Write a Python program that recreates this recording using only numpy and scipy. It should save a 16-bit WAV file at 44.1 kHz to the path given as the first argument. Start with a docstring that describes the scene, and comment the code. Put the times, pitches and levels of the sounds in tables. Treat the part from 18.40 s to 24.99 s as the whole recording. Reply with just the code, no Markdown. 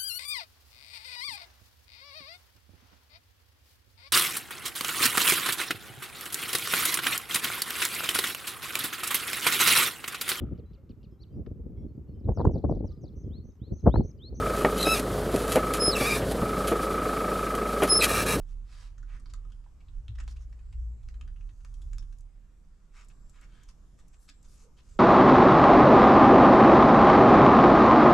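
"""A dog walks up a wooden deck and noses along its edge.
Claws tick, pads thud, paws and coat scuff; its weight sways the deck with a low rumble.
Boards and railings scatter the ticks and scuffs, and a house wall throws them back.
Behind lie quiet outdoor air and a thin, far bird whistle."""
import sys
import numpy as np
from scipy import signal
from scipy.fft import rfft, irfft, next_fast_len
from scipy.io import wavfile
from scipy.ndimage import uniform_filter1d

SR = 44100
rng = np.random.default_rng(int(sys.argv[2]) if len(sys.argv) > 2 else 0)


def inscribe(sig):
    """Save sig as 16-bit PCM at rate SR to the path in sys.argv[1].

    A 1-D sig is mono; a 2-D sig holds one channel per row.
    Samples are clipped to [-1, 1] before scaling.
    """
    pcm = np.round(np.clip(np.atleast_2d(sig).T, -1, 1) * 32767)
    wavfile.write(sys.argv[1], SR, pcm.astype(np.int16))


N = 290619
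TIME_S = np.arange(N) / SR
BOARD_HZ, FIRM_DB = 1217, -48.5  # resonance of an average plank; level of a firm strike

# Outdoor air. Each row: frequency in Hz, relative density in dB.
AIR_SPECTRUM = [(18, 9), (35, 8.5), (60, 5), (95, -8.5), (120, -0.5), (170, -2), (240, -9), (400, -15.5),
                (600, -20), (850, -22), (1200, -20.5), (2000, -29), (4000, -33.5), (7400, -30),
                (10500, -41.5), (12600, -41), (14200, -52)]
# Left-right likeness of the air. Each row: frequency in Hz, correlation from 0 to 1.
AIR_COHERENCE = [(80, 0.99), (400, 0.46), (7000, 0.44), (13000, 0.1)]
# Lull in the air. Each row: time in seconds, gain in dB.
AIR_LULL = [(1.2, -0.2), (2.3, -0.5), (4.4, -2), (4.7, 0.37)]
# Slow bending mode of the deck. Each row: time in seconds, relative level in dB.
BEND_LEVELS = [(0.0, -36), (0.14, -38), (0.31, -48), (0.77, -39.5), (0.81, -48.5), (1.01, -38.5),
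               (1.45, -59), (1.58, -34.5), (1.65, -57), (1.82, -40), (2.2, -51), (2.4, -39.5), (2.5, -58.5),
               (2.66, -36), (2.73, -49), (3.06, -38), (3.12, -49.5), (3.56, -35.5), (3.9, -49),
               (4.31, -61.5), (4.75, -53.5), (6.37, -61), (6.59, -46.5)]
# Next mode, strongest with the dog at mid-span. Each row: time in seconds, relative level in dB.
SPAN_LEVELS = [(0.0, -62), (0.31, -53), (1.51, -53.5), (1.78, -35.5), (2.33, -46.5), (2.37, -32.5),
               (2.48, -31), (2.62, -48), (2.77, -37), (3.16, -59.5), (3.49, -41.5), (3.9, -68.5),
               (6.5, -60)]
# Colour of a hard contact on the boards. Each row: frequency in Hz, gain in dB.
CONTACT_SPECTRUM = [(100, -18.5), (400, 1.5), (850, -6.5), (1200, -2), (2200, -4), (4000, -5.5),
                    (6000, -4.5), (7800, -5.5), (8800, -8), (10000, -8), (12500, -12), (14500, -13.5)]
# Paws, coat and muzzle brushing the boards. 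Each row: peak time in seconds, length in seconds,
# level in dB, treble tilt in dB, rasp centre in Hz, rasp strength in dB.
SCUFF_STROKES = [(0.108, 0.056, -73.5, -1.5, 2980, -4), (0.394, 0.16, -62.5, -1, 4450, -0.5),
                 (0.737, 0.082, -63.5, -8.5, 2100, 6.5), (0.905, 0.02, -66, 1.5, 4530, 8.5),
                 (1.758, 0.007, -61, -5, 3000, 9), (1.79, 0.012, -56, -10.5, 2010, 14),
                 (1.807, 0.016, -55, 2, 7100, 11), (1.907, 0.045, -65, 4.5, 5030, 6),
                 (1.969, 0.011, -63.5, -5.5, 2720, 4), (2.021, 0.04, -70, 4, 6250, 7),
                 (3.42, 0.58, -80, 9, 6640, -1), (4.595, 0.083, -62, -4.5, 2280, -2.5),
                 (4.709, 0.019, -68.5, -6, 2380, 6), (4.974, 0.056, -67.5, -5.5, 2500, -10),
                 (5.035, 0.04, -64.5, -7, 2200, 5), (5.181, 0.13, -69, -6, 3180, -1),
                 (5.297, 0.028, -66.5, 0.5, 6000, -3), (5.599, 0.025, -67, 1, 7310, 1),
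                 (5.742, 0.02, -70.5, -3, 2400, 6), (5.837, 0.06, -73, 8, 11000, 1),
                 (5.895, 0.019, -58.5, -0.5, 3640, 8), (6.056, 0.022, -67, 4.5, 7000, 8),
                 (6.128, 0.081, -68.5, 2.5, 12500, -3), (6.21, 0.088, -68, 4.5, 6840, 3),
                 (6.392, 0.032, -68, -4.5, 3220, 7), (6.517, 0.11, -71.5, 3, 6640, -2)]
# Claw strikes. Each row: start in seconds, level in dB, treble tilt in dB, plank resonance in Hz,
# second ring in Hz, ring strength in dB.
CLAW_STRIKES = [(0.58, -64, 4, 1440, 6400, 27), (0.628, -63, -11, 1460, 6360, -2),
                (0.798, -66.5, -6, 1140, 8750, 0), (0.858, -60, 4, 1170, 4870, 20),
                (0.937, -52.5, -3.5, 1210, 7200, -15), (1.049, -66, -14, 1210, 6340, -5),
                (1.119, -66, -8.5, 1320, 3100, 15.5), (1.261, -65, -23, 730, 890, 7),
                (1.405, -71, -10, 1300, 2590, 19), (1.484, -69, -10.5, 1310, 3740, 22),
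                (1.6814, -56, -8.5, 1380, 3430, 16), (1.801, -58, -5, 770, 1070, -4),
                (1.836, -68.5, -3, 1220, 3160, 23), (1.878, -54, -2.5, 770, 1290, -11),
                (2.126, -66.5, 1.5, 1090, 5700, 12), (2.191, -70.5, -8, 1190, 2560, 4),
                (2.326, -64.5, -4.5, 890, 2830, 8), (2.686, -60.5, 3, 1950, 5300, 14),
                (2.741, -67, -2.5, 1770, 3200, -2), (2.811, -56, -6.5, 1210, 2900, 7.5),
                (2.876, -64.5, -1.5, 1490, 4630, -3), (2.96, -69.5, -9.5, 1490, 2780, 7),
                (3.008, -68, -10.5, 1510, 2600, 17), (3.09, -68.5, -6, 1410, 4330, 14),
                (3.248, -58.5, -0.5, 1210, 8300, -10), (3.34, -65.5, 0, 900, 3200, 14),
                (3.417, -64.5, -1, 1350, 3380, 5), (3.532, -58, 6.5, 1530, 6660, 18),
                (3.583, -54.5, 4, 1200, 5260, 7), (3.625, -68.5, -1.5, 1730, 3250, 2),
                (3.725, -68, 2, 1780, 6420, -3), (5.288, -61, 5, 1130, 5900, 7),
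                (5.889, -56.5, 5, 2360, 4900, 14)]
# Bare claw tips as the dog stops and turns. Each row: start in seconds, level in dB.
TIP_CLICKS = [(3.785, -68.5), (3.807, -70), (4.646, -70), (4.685, -64.5), (4.895, -66), (5.012, -67),
              (5.234, -65.5), (5.681, -69.5), (6.028, -68)]
# Far steps come more through the plank. Each row: time in seconds, resonance strength in dB.
PLANK_RESONANCE = [(1.1, 20.5), (1.7, 2)]
# Planks humming under a pad. Each row: peak time in seconds, spread in seconds, level in dB, mode in Hz.
PLANK_HUMS = [(1.71, 0.018, -39, 97.3), (6.266, 0.024, -66.5, 472), (6.569, 0.018, -68.5, 430)]
# Far bird. Each row: start in seconds, length in seconds, level in dB.
BIRD_WHISTLES = [(2.17, .68, -82.5), (4.66, 0.42, -77.5), (5.67, .41, -75.5), (6.46, .29, -74)]
# Ring of boards and railings. Each row: frequency in Hz, time to fall 60 dB in seconds.
PORCH_DECAY = [(300, 0.096), (1300, 0.36), (4000, 0.28), (12000, 0.013)]
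# Dog position. Each row: time in seconds, left over right in dB.
DOG_PAN = [(0, -2.5), (1.9, -3.5), (2.8, 0.5), (6.5, 0.5)]
# Channel colour. Each row: frequency in Hz, left over right in dB.
CHANNEL_BALANCE = [(30, -2.5), (60, 2), (400, -4), (1500, 0), (6000, 1.1), (12000, 6.5)]


def gain_of(db):
    """Decibels to amplitude."""
    return 10 ** (np.asarray(db) / 20)


def pan_gains(left_over_right_db):
    """Left and right gains for a level difference."""
    return gain_of(np.array([left_over_right_db, -left_over_right_db]) / 2).reshape(2, -1)


def unit_rms(x):
    """Scales to an rms of one."""
    return x / np.sqrt(np.mean(abs(x) ** 2) + 1e-20)


def at_hz(table, hz):
    """Interpolates a table over log frequency."""
    table_hz, values = np.transpose(table)
    return np.interp(np.log(hz + 1), np.log(table_hz), values)


def at_time(table, time_s=TIME_S):
    """Interpolates a table over time."""
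    return np.interp(time_s, *np.transpose(table))


def add(mix, start_s, sound):
    """Mixes a sound in at start_s."""
    part = mix[max(round(start_s * SR), 0):][:len(sound)]
    part += sound[:len(part)]


def minimum_phase(x, gain):
    """Filters by a gain per bin, without pre-ringing."""
    log_gain = np.log(np.maximum(gain, 1e-5))
    mirrored = np.concatenate([log_gain, log_gain[-2:0:-1]])
    return irfft(rfft(x) * np.exp(np.conj(signal.hilbert(mirrored)))[:len(gain)])


def outdoor_air(level_db=-58.5, patch_db=2.0):
    """Far noise with drifting patches and a lull, partly alike left and right."""
    hz = np.fft.rfftfreq(2048, 1 / SR)
    noise = rng.standard_normal((5, N // 512 + 5, len(hz)))
    left, unrelated = noise[0] + 1j * noise[1], noise[2] + 1j * noise[3]
    patches = unit_rms(uniform_filter1d(uniform_filter1d(noise[4], size=10, axis=0), size=30, axis=1))
    coherence = at_hz(AIR_COHERENCE, hz)
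    right = coherence * left + np.sqrt(1 - coherence ** 2) * unrelated
    spectra = np.array([left, right]) * gain_of(at_hz(AIR_SPECTRUM, hz) + patch_db * patches)
    air = signal.istft(spectra.transpose(0, 2, 1), nperseg=2048, noverlap=1536)[1][:, :N]
    return gain_of(level_db + at_time(AIR_LULL)) * unit_rms(air)


def deck_mode(hz, wander, size=N):
    """One deck mode, ringing with a wandering phase."""
    drift = unit_rms(uniform_filter1d(rng.standard_normal(size), int(2 * SR / hz)))
    cycles = rng.random() + np.cumsum(hz * (1 + wander * drift)) / SR
    return unit_rms(np.sin(2 * np.pi * cycles))


def deck_sway(twist_db=-8.5, upper_hz=88, upper_width_hz=68, upper_db=-15.5, rest_hz=26, rest_db=-58):
    """The deck bends under the steps and rocks to one side; crowded upper modes follow the motion."""
    # A weaker twisting mode beats with the bending one, so the rumble throbs.
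    throb = deck_mode(hz=36.06, wander=0.0802) + gain_of(twist_db) * deck_mode(hz=28.4, wander=0.1904)
    bend = gain_of(at_time(BEND_LEVELS) + 0.5) * unit_rms(throb)
    span = gain_of(at_time(SPAN_LEVELS) - 2) * deck_mode(hz=57.57, wander=0.0623)
    motion = np.sqrt(abs(uniform_filter1d((bend + span) ** 2, size=9000)))
    hz = np.fft.rfftfreq(N, 1 / SR)
    upper_bins, tremor_bins = rfft(rng.standard_normal((2, N)))
    upper_bins /= 1 + ((hz - upper_hz) / (upper_width_hz / 2)) ** 4
    tremor_bins /= (1 + ((hz - rest_hz) / (rest_hz / 2)) ** 2) ** 1.1
    upper = gain_of(upper_db) * motion * unit_rms(irfft(upper_bins, N))
    tremor = gain_of(rest_db) * unit_rms(irfft(tremor_bins, N))  # the joists never quite rest
    return pan_gains(left_over_right_db=-4) * bend + span + upper + tremor


def through_wood(force, treble_db, board_hz, ring_hz, ring_db, sharpness, board_db, ripple_db):
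    """Colours a contact force: plank resonance, second ring, and a tilt for the touch's hardness."""
    hz = np.fft.rfftfreq(len(force), 1 / SR) + 1
    ripple = np.interp(hz, np.linspace(0, SR / 2, num=70), rng.standard_normal(70))
    plank = gain_of(board_db) / (1 + (sharpness * (hz / board_hz - 1)) ** 2)
    ring = gain_of(ring_db) / (1 + (sharpness * (hz / ring_hz - 1)) ** 2)
    gain = gain_of(at_hz(CONTACT_SPECTRUM, hz) + ripple_db * ripple) * (1 + plank + ring)
    gain /= np.sqrt(1 + (0.74 * board_hz / hz) ** 4)  # little radiation below resonance
    top_hz = 9400 * 2 ** (np.clip(treble_db, -10, 12) / 30)  # a blunt touch lacks the very top
    gain /= np.sqrt(1 + (hz / top_hz) ** 10)
    treble, middle = hz > 4000, (hz > 800) & (hz <= 4000)
    shelf = 1.95 / (1 + (3800 / hz) ** 9) + 0.27 * np.log2(np.maximum(hz, 1500) / 1500)
    power = abs(rfft(force) * gain) ** 2
    tilt_db = treble_db - 10 * np.log10(power[treble].sum() / power[middle].sum())
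    return minimum_phase(force, gain * gain_of(tilt_db * shelf))


def scuffs(grain_db=2.0, rise_share=0.54, spot_count=3):
    """Friction: a swell of fine, uneven slips, changing colour from one spot of wood to the next."""
    out = np.zeros(N + SR)  # 1 s of lead-in
    for peak_s, length_s, level_db, treble_db, ring_hz, ring_db in SCUFF_STROKES:
        size = 2 * next_fast_len(int(2 * length_s * SR))
        t = (np.arange(size) - size // 2) / SR
        slope_s = length_s * np.where(t < 0, rise_share, 1 - rise_share)
        swell = np.exp(-0.5 * abs(t / slope_s) ** 3)
        clumps = unit_rms(uniform_filter1d(rng.standard_normal(size), size=120))
        slips = rng.standard_normal((spot_count, size)) * gain_of(grain_db * clumps)
        spots = [unit_rms(through_wood(slip, treble_db, BOARD_HZ, ring_hz, ring_db,
                                       sharpness=5, board_db=4, ripple_db=2.5)) for slip in slips]
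        centres = np.linspace(-0.5, 0.5, spot_count)[:, None]
        weights = np.exp(-0.5 * (spot_count * (t / length_s - centres)) ** 2)
        rub = (spots * weights).sum(0) / np.linalg.norm(weights, axis=0)
        add(out, 1 + peak_s + t[0], gain_of(level_db) * swell * rub)
    return out[SR:]


def claw_tick(treble_db, board_hz, ring_hz, ring_db, chatter_s, board_db=5, second_toe_db=-14):
    """A claw lands with a short chatter; a neighbouring toe follows milliseconds later."""
    t = np.arange(2048) / SR
    delayed_t = np.maximum(t - rng.uniform(0.004, 0.0099), 0)
    landing_s = 0.00015 + 0.11 * chatter_s  # a dragging claw sets down more gently
    first, second = (-np.expm1(-age / landing_s) * np.exp(-age / chatter_s) for age in (t, delayed_t))
    force = rng.standard_normal(len(t)) * (first + gain_of(second_toe_db) * second)
    whitening = uniform_filter1d(abs(rfft(force)) ** 2, size=30) ** -0.5
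    force = minimum_phase(force, whitening)  # the blow drives all pitches alike
    tick = through_wood(force, treble_db, board_hz, ring_hz, ring_db,
                        sharpness=9.2, board_db=board_db, ripple_db=3.5)
    return tick / np.sqrt(np.mean(tick[t < 0.008] ** 2))


def claws(firm_chatter_s=0.00072, max_chatter_s=0.0042, softer_db=6.5, duller_db=33):
    """Firm, hard strikes end at once; soft, blunt ones drag; bare tips click thinly."""
    out = np.zeros(N)
    for start_s, level_db, treble_db, board_hz, ring_hz, ring_db in CLAW_STRIKES:
        doublings = (FIRM_DB - level_db) / softer_db - treble_db / duller_db
        chatter_s = min(firm_chatter_s * 2 ** doublings, max_chatter_s)
        board_db = at_time(PLANK_RESONANCE, start_s)
        tick = claw_tick(treble_db, board_hz, ring_hz, ring_db, chatter_s, board_db)
        add(out, start_s, gain_of(level_db) * tick)
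    for start_s, level_db in TIP_CLICKS:
        tick = claw_tick(treble_db=9.5, board_hz=BOARD_HZ, ring_hz=7600, ring_db=5, chatter_s=0.0027)
        add(out, start_s, gain_of(level_db) * tick)
    return out


def pads(firm_thud_db=-61, centre_hz=221, decay_s=0.013, level_follow=0.49):
    """A soft pad lands with each claw strike and gives the plank a short, low thud."""
    out, t = np.zeros(N), TIME_S[TIME_S < 10 * decay_s]
    envelope = t / decay_s * np.exp(1 - t / decay_s)
    for start_s, strike_db, *_ in CLAW_STRIKES:
        hz = centre_hz * 2 ** rng.uniform(-0.536, 0.476)
        level_db = firm_thud_db + level_follow * (strike_db - FIRM_DB)
        add(out, start_s, gain_of(level_db) * envelope * np.sin(2 * np.pi * hz * t))
    return out


def patter(mean_db=-77.5, walk_s=3.7, count=18):
    """Faint, dry touches of claws and grit while the dog walks."""
    out = np.zeros(N)
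    for walk_share, strength, octaves in rng.random((count, 3)):
        ring_hz = 2 * BOARD_HZ * 2 ** octaves
        touch = claw_tick(treble_db=-3, board_hz=BOARD_HZ, ring_hz=ring_hz, ring_db=2, chatter_s=0.0054)
        add(out, walk_share * walk_s, gain_of(mean_db) * (0.5 + strength) * touch)
    return out


def plank_hums(wander=0.1045, size=32768):
    """A pad sets one plank humming; the hum swells and dies."""
    out, t = np.zeros(N + size), (np.arange(size) - size // 2) / SR
    for peak_s, spread_s, level_db, hz in PLANK_HUMS:
        swell = np.exp(-0.5 * (t / spread_s) ** 2)
        add(out, peak_s, gain_of(level_db) * swell * deck_mode(hz, wander, size))
    return out[size // 2:][:N]


def bird(start_hz=7590, sag_hz_per_s=140, width_hz=230):
    """Thin, buzzy whistles that sag in pitch, blurred by distance."""
    out = np.zeros(N)
    lowpass = signal.butter(2, width_hz / 2, fs=SR, output="sos")
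    for start_s, length_s, level_db in BIRD_WHISTLES:
        size = int(length_s * SR)
        blur = signal.sosfilt(lowpass, rng.standard_normal(size) + 1j * rng.standard_normal(size))
        hz = start_hz - sag_hz_per_s * TIME_S[:size]
        tone = (blur * np.exp(2j * np.pi * np.cumsum(hz) / SR)).real
        add(out, start_s, gain_of(level_db) * unit_rms(tone) * signal.windows.tukey(size, 0.4))
    return out


def porch_reflections(x, tail_db=-7, wall_s=0.025, wall_db=-19, size=16384):
    """Boards and railings scatter a short tail; a wall returns one faint echo."""
    taps = rng.standard_normal((2, size)) * (rng.random((2, size)) < 0.1)
    hz, t, spectra = signal.stft(taps, SR, nperseg=128)
    early = 1 + 2.9 * np.exp(-t / 0.053)  # the nearest boards answer first and strongest
    decay = gain_of(-60 * t / at_hz(PORCH_DECAY, hz)[:, None])
    response = signal.istft(spectra * early * decay, SR, nperseg=128)[1]
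    response *= gain_of(tail_db) / np.linalg.norm(response, axis=1, keepdims=True)
    response[:, round(wall_s * SR)] += gain_of(wall_db)
    return signal.fftconvolve(x[None], response, axes=1)[:, :N]


def scene():
    """The dog moves from the right to the centre of the rumbling deck; air and bird lie behind."""
    contacts = claws() + scuffs() + patter()
    dog = contacts * pan_gains(at_time(DOG_PAN)) + porch_reflections(contacts) + pads()
    deck = deck_sway() + plank_hums()
    return dog + deck + outdoor_air() + np.array([bird(), bird()])


def record(dry, cutoff_hz=14900):
    """Colours left and right slightly apart, then limits the band."""
    balance_db = at_hz(CHANNEL_BALANCE, np.fft.rfftfreq(N, 1 / SR))
    coloured = irfft(rfft(dry) * pan_gains(balance_db), N)
    lowpass = signal.firwin(255, cutoff_hz, window=("kaiser", 9), fs=SR)
    return signal.oaconvolve(coloured, lowpass[None], "same", axes=1)


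dry = scene()
out = record(dry)
inscribe(out)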